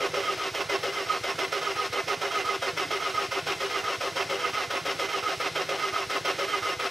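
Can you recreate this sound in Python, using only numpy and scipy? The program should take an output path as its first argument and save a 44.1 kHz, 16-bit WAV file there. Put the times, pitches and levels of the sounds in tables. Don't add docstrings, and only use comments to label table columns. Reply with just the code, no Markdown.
import sys
import numpy as np
from scipy import signal
from scipy.fft import rfft, irfft, next_fast_len
from scipy.io import wavfile
from scipy.ndimage import uniform_filter1d, map_coordinates

SR = 44100
rng = np.random.default_rng(int(sys.argv[2]) if len(sys.argv) > 2 else 0)


def unload_wav(signal):
    wavfile.write(
        sys.argv[1],
        SR,
        np.round(np.clip(np.atleast_2d(signal).T, -1, 1) * 32767).astype(np.int16),
    )


def volts_from_decibels(level):
    exponent = np.asarray(level, float) / 20
    return 10 ** exponent


N = 304290
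TIME = np.arange(N) / SR
HZ = np.fft.rfftfreq(next_fast_len(N + 16384), 1 / SR)


def unit(x):
    return x / np.sqrt(np.mean(x ** 2) + 1e-20)


def along(points):
    f, db = np.transpose(points)
    return volts_from_decibels(np.interp(np.log(HZ + 1), np.log(f + 1), db))


def mode(hz, width):
    return 1j * HZ * width / (hz * hz - HZ * HZ + 1j * HZ * width)


def modes(rows):
    return sum(volts_from_decibels(db) * mode(hz, width) for hz, width, db in rows)


def block(spectrum, depth_db, body):
    return along(spectrum) * (1 + volts_from_decibels(depth_db) * body)


def filtered(x, response):
    size = 2 * len(HZ) - 2
    return irfft(rfft(x, size) * response, size)[..., :N]


def wobble(rate):
    coarse = TIME[::32]
    knots = rng.standard_normal(int(N * rate / SR) + 4)
    return np.interp(TIME, coarse, map_coordinates(knots, [coarse * rate]))


def held(x, steady):
    size = np.sqrt(np.abs(uniform_filter1d(unit(x) ** 2, size=900))) + 0.34
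    return unit(x / size ** steady)


# (start t/s, sump level/dB, cover level/dB, bell housing level/dB, late first load [share of stroke])
CYCLES = [(-0.324, 4, 4, 1, 0.14), (0.369, 1.8, -1, -3.5, 0.12), (1.061, 1.3, 1, 0, 0.13),
          (1.752, 1.7, -1, 0.5, 0.018), (2.445, 1.5, -1, 1, 0), (3.138, 0.7, -0.8, 0.2, 0),
          (3.833, -0.5, 1.5, -0.4, 0), (4.528, -0.2, 0.3, -0.1, 0.0097), (5.225, 0.2, -0.3, 0.4, 0),
          (5.922, -0.2, 2, 1.7, 0.043), (6.619, -0.6, 0, 1, 0.039), (7.316, 0, 0, 0, 0)]


def every_cycle(shares):
    start = np.array(CYCLES)[:, 0]
    return (start[:-1, None] + np.diff(start)[:, None] * shares).ravel()


# (t [share of cycle], slack closing level/dB)
TAKE_UP = [
    (0.003, 1),
    (0.2493, 5),
    (0.4667, 5),
    (0.665, 4),
    (0.801, 1),
]


def strokes():
    start = every_cycle(np.array(TAKE_UP)[:, 0])
    return np.interp(TIME, start, np.arange(len(start)))


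def chance(stroke, scatter_db):
    which = stroke.astype(int)
    return scatter_db * rng.standard_normal(which.max() + 1)[which]


# (fast t [share of stroke], fast tooth rate f/Hz, slow t [share of stroke], slow tooth rate f/Hz)
SPEED = [(0.13, 429, 0.65, 358), (0.04, 437, 0.58, 353), (0.04, 437, 0.55, 358), (0.05, 442, 0.67, 381),
         (0.16, 430, 0.81, 371)]


def crank_speed(stroke):
    order = np.arange(5)
    fast_at, fast, slow_at, slow = np.transpose(SPEED)
    turning_points = np.c_[order + fast_at, order + slow_at].ravel()
    turning_points = np.r_[slow_at[-1] - 1, turning_points, 5 + fast_at[0]]
    ends = np.r_[slow[-1], np.c_[fast, slow].ravel(), fast[0]]
    swing = np.interp(stroke % 5, turning_points, np.arange(12))
    part = swing.astype(int)
    return ends[part] + (ends[part + 1] - ends[part]) * np.sin(np.pi / 2 * (swing - part)) ** 2


# (catching level/dB, full t [share of stroke], full level/dB,
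# letting go t [share of stroke], running free level/dB)
LOAD = [(-36, 0.31, -32, 0.65, -48), (-34, 0.52, -30.5, 0.46, -47), (-32.5, 0.51, -30, 0.37, -44),
        (-31.5, 0.11, -32.5, 0.73, -39.5), (-36, 0.32, -32, 0.76, -41)]


def gear_load(stroke):
    catch = .05
    slip_at, slip_done = .38, .55
    order = np.arange(5)
    first_db, full_at, full_db, go_at, free_db = np.transpose(LOAD)
    slip = go_at + slip_at * (1 - catch - go_at)
    slip_db = full_db + slip_done * (free_db - full_db)
    at = order[:, None] + np.c_[catch + 0 * full_at, full_at, go_at, slip, 1 - catch + 0 * full_at]
    db = np.c_[first_db, full_db, full_db, slip_db, free_db]
    load_db = np.interp(stroke, at.ravel(), db.ravel(), period=5)
    which = stroke.astype(int)
    late = (which % 5 == 0) * (stroke - which < np.array(CYCLES)[which // 5, -1])
    return load_db - 9 * uniform_filter1d(late * 1., size=400)


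def ring_level(stroke, load_db, rows, column, sag_db, struck_db, scatter_db):
    which = stroke.astype(int)
    done = stroke - which
    hum_db, flare_at, flare_db, width = np.array(rows)[which % 5].T
    hum = volts_from_decibels(hum_db + sag_db * done + 1.3 * (load_db + 31))
    struck = 1 + volts_from_decibels(struck_db) * np.exp(-done / .05)
    flare = volts_from_decibels(flare_db) * np.exp(-((done - flare_at) / width) ** 2)
    cycle_db = np.array(CYCLES)[which // 5, column]
    size = (hum * struck + flare) * volts_from_decibels(cycle_db + chance(stroke, scatter_db))
    return 20 * np.log10(uniform_filter1d(size, size=300))


def teeth(rate, jitter, scatter_db, rough):
    at = np.flatnonzero(np.diff(np.floor(np.cumsum(rate) / SR)))
    luck = rng.standard_normal((len(at), 2))
    at = np.clip(at + jitter * luck[:, 0] * SR / rate[at], 0, N - 1).astype(int)
    blows = unit(np.bincount(at, volts_from_decibels(scatter_db * luck[:, 1]), N))
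    scrape = unit(volts_from_decibels(1.48 * wobble(300)) * rng.standard_normal(N))
    return np.sqrt(1 - rough) * blows + np.sqrt(rough) * scrape


# (f/Hz, level/dB per Hz)
GRIND = [(150, -44), (230, -23.5), (400, -13), (900, -12.5), (1600, -11), (3000, -9.5), (4500, -15.5),
         (6000, -19), (7400, -29), (10000, -34.5), (13000, -34.5), (15600, -41)]
# (f/Hz, width f/Hz)
SUMP = (391, 10.1)
# (f/Hz, width f/Hz)
COVER = (546, 18.7)
# (f/Hz, width f/Hz)
BELL = (1252, 15.8)
# (hum level/dB, flare t [share of stroke], flare level/dB, flare width [share of stroke])
SUMP_RINGS = [(-79, 0.57, -38.5, 0.19), (-52, 0.48, -35.5, 0.11), (-46.5, 0.42, -37.5, 0.17),
              (-38.5, 0.563, -40, 0.054), (-71, 0.73, -38.5, 0.27)]
# (hum level/dB, flare t [share of stroke], flare level/dB, flare width [share of stroke])
COVER_RINGS = [(-56, 0.47, -43, 0.11), (-49, 0.14, -40, 0.41), (-40, 0.017, -38.5, 0.11),
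               (-41, 0.23, -41, 0.43), (-50, 0.62, -45, 0.1)]
# (hum level/dB, flare t [share of stroke], flare level/dB, flare width [share of stroke])
BELL_RINGS = [(-30, 0.25, -27.5, 0.047), (-35.5, 0.44, -37, 0.041), (-42, 0.27, -35, 0.077),
              (-37.5, 0.36, -34, 0.13), (-35.5, 0.44, -27.5, 0.07)]


def gears(stroke, rate, load_db, grind_db, body):
    through_iron = np.exp(-1j * np.pi * 2e-6 * np.minimum(HZ, 5000) * HZ)
    drive = teeth(rate, jitter=.055, scatter_db=2, rough=.62)
    grind = unit(filtered(drive, block(GRIND, depth_db=1, body=body) * through_iron))
    grind = grind * volts_from_decibels(grind_db + .7 * wobble(40))

    sump_db = ring_level(stroke, load_db, SUMP_RINGS, column=1, sag_db=2, struck_db=-17, scatter_db=.7)
    sump = filtered(teeth(rate, jitter=.06, scatter_db=2, rough=.6), mode(*SUMP) * mode(391, 200))
    sump = volts_from_decibels(sump_db) * held(sump, steady=.85)

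    cover_db = ring_level(stroke, load_db, COVER_RINGS, column=2, sag_db=-1.5, struck_db=-10, scatter_db=1.5)
    cover = filtered(teeth(rate, jitter=.1, scatter_db=3, rough=.8), mode(*COVER) * mode(546, 250))
    cover = volts_from_decibels(cover_db) * held(cover, steady=.7)

    bell_db = ring_level(stroke, load_db, BELL_RINGS, column=3, sag_db=-12.5, struck_db=6, scatter_db=.7)
    bell = filtered(teeth(rate, jitter=.05, scatter_db=2, rough=.6), mode(*BELL) * mode(1255, 150))
    bell = volts_from_decibels(bell_db) * held(bell, steady=.92)
    return grind + sump + cover + bell


# (f [multiple of tooth rate], level/dB)
LOADED_ORDERS = [(1, -50), (2, -48), (3, -43), (5, -46), (7.2, -48), (7.45, -41), (7.7, -48), (14.9, -57)]
# (f [multiple of tooth rate], level/dB)
FREE_ORDERS = [(10, -57), (15, -63), (20, -61), (30, -70)]


def whine(rate, grind_db, body):
    turn = 2 * np.pi * np.cumsum(rate) / SR

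    def tones(orders, blur):
        return sum(volts_from_decibels(db + 3 * wobble(70)) * np.sin(k * turn + blur * wobble(200)) for k, db in orders)

    load = volts_from_decibels(grind_db + 32)
    free = np.clip(1 - load / .45, 0, 1)
    lines = load ** 1.5 * tones(LOADED_ORDERS, blur=.5) + free * tones(FREE_ORDERS, blur=1.2)
    return filtered(lines, .8 + .6 * body)


# (f/Hz, width f/Hz, level/dB)
LONG_PIPE = [(77, 30, -2), (106, 21, 1)]
# (f/Hz, width f/Hz, level/dB)
SHORT_PIPE = [(107, 12, -8.5), (154.6, 6.9, 0.5)]
# (f/Hz, level/dB per Hz)
WHIRR = [(150, -54), (230, -16.5), (400, -9), (900, -21.5), (2000, -11.5), (4000, -11), (6000, -14),
         (7400, -21), (10000, -25), (13000, -29), (15600, -41)]
# (f/Hz, level/dB per Hz)
RUMBLE = [(15, -38), (33, -4), (48, -17), (100, -12.5), (200, -6.5), (300, -12), (500, -60)]


def background(grind_db, body):
    whirr = unit(filtered(rng.standard_normal(N), block(WHIRR, depth_db=-5.5, body=body)))
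    whirr = whirr * volts_from_decibels(-40.5 + 0.11 * (grind_db + 37) + 0.65 * wobble(30))
    hum = along(RUMBLE) * (1 + volts_from_decibels(7) * modes(LONG_PIPE + SHORT_PIPE))
    rumble = unit(filtered(rng.standard_normal(N), hum))
    rumble = rumble * volts_from_decibels(-58 + 0.22 * (grind_db + 41.5) + 1.1 * wobble(14))
    return whirr + rumble


# (t [share of cycle], level/dB)
GULPS = [
    (0.15, -10),
    (0.325, 0),
    (0.485, -4),
    (0.585, -1.5),
    (0.73, -4),
]
# (f/Hz, width f/Hz)
INTAKE = (296, 70)


def intake():
    when, db = np.transpose(GULPS)
    s = every_cycle(when)
    size = volts_from_decibels(np.resize(db, len(s)) + 1.5 * rng.standard_normal(len(s)))
    size = size * (s > 0) * (s < N / SR)
    gulps = np.bincount(np.clip(s * SR, 0, N - 1).astype(int), size, N)
    return filtered(gulps, volts_from_decibels(8.5) * mode(*INTAKE) ** 2)


# (t [share of cycle], level/dB, share going up the short pipe)
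PUFFS = [
    (0.0135, -42, 0.1),
    (0.223, -39.5, 0.12),
    (0.4226, -36, 1),
    (0.617, -38.5, 1),
    (0.806, -46, 0.71),
]
# (f/Hz, width f/Hz)
BOOM = (130, 18)


def valves():
    when, db, short = np.transpose(PUFFS)
    s = every_cycle(when)
    db = np.resize(db, len(s)) + .6 * rng.standard_normal(len(s))
    short = np.resize(short, len(s))
    at = np.clip(np.round((s - .008) * SR).astype(int), 0, N - 1)
    size = (s > 0) * (s < N / SR) * volts_from_decibels(db + 48)
    boom = volts_from_decibels(-4.5) * mode(*BOOM) * 1.23
    short_air = filtered(np.bincount(at, short * size, N), boom + volts_from_decibels(8.5) * modes(SHORT_PIPE))
    long_air = filtered(np.bincount(at, (1 - short) * size, N), boom + volts_from_decibels(2) * modes(LONG_PIPE))
    return -filtered(short_air + long_air, mode(115, 69) * mode(93, 230))


def slack(body):
    when, db = np.transpose(TAKE_UP)
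    s = every_cycle(when)
    at = np.clip(np.round(s * SR).astype(int), 0, N - 1)
    hits = np.bincount(at, (s > 0) * volts_from_decibels(np.resize(db, len(s))), N)
    t = TIME[:4000]
    fade = volts_from_decibels(-60 * t / .12) * (1 - np.exp(-t / .008))
    dying = signal.fftconvolve(hits, fade)[:N]
    brighter = np.sqrt(1 + (HZ / 5000) ** 2)
    rattle = filtered(rng.standard_normal(N), block(GRIND, depth_db=3, body=body) * brighter)
    return volts_from_decibels(-30) * dying * unit(rattle)


# (t/s, f/Hz, level/dB)
SQUEAK = (2.688, 4380, -33)


def squeak():
    s, hz, db = SQUEAK
    t = TIME - s
    return volts_from_decibels(db) * np.exp(-(t / .005) ** 2) * np.sin(2 * np.pi * hz * t)


# (f/Hz, width f/Hz, level/dB)
BLOCK = [(338, 86, 6.5), (491, 11, 17.5), (677, 80, 11), (806, 51, 6), (970, 56, 6.5), (1065, 19.6, 3),
         (1340, 147, 6), (1457, 16, 7.5), (1750, 210, -8), (2056, 26.7, 12.5), (2133, 26, 1), (2470, 39, 0),
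         (2623, 17, -1.5), (3150, 13, -4), (3174, 9.7, 3), (3755, 7.6, 7), (4136, 7.7, 8.5),
         (4630, 23, -11), (5025, 92, 3), (5397, 45, 9), (5530, 62, -3), (6190, 53, -1), (7900, 100, -0.5),
         (8400, 100, -3), (9080, 140, 1.5)]
# (f/Hz, level/dB)
LEAN = [(300, .3), (600, -.8), (1250, -2.8), (2400, -1), (3600, 0)]
# (f/Hz, level/dB)
SPREAD = [(40, -30), (300, -18.5), (700, -17), (1400, -14.5), (2400, -14), (3250, -15), (3550, -44),
          (15000, -50)]


def scene():
    stroke = strokes()
    rate = crank_speed(stroke)
    load_db = gear_load(stroke)
    grind_db = load_db + uniform_filter1d(chance(stroke, scatter_db=.3), size=600)
    body = modes(BLOCK)
    engine = gears(stroke, rate, load_db, grind_db, body) + whine(rate, grind_db, body)
    engine = engine + background(grind_db, body) + intake() + valves() + slack(body) + squeak()
    drift = 3 * wobble(22)
    side = np.cos(drift) * filtered(engine, along(SPREAD))
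    side = side + np.sin(drift) * filtered(engine, 1j * along(SPREAD))
    lean = np.sqrt(along(LEAN))
    return np.array([filtered(engine, lean) + side, filtered(engine, 1 / lean) - side])


def top_cut(x):
    return signal.sosfilt(signal.butter(12, 15670, fs=SR, output="sos"), x)


def record(dry):
    mix = filtered(dry, HZ < 15680)
    return top_cut(mix)


dry = scene()
out = record(dry)
unload_wav(out)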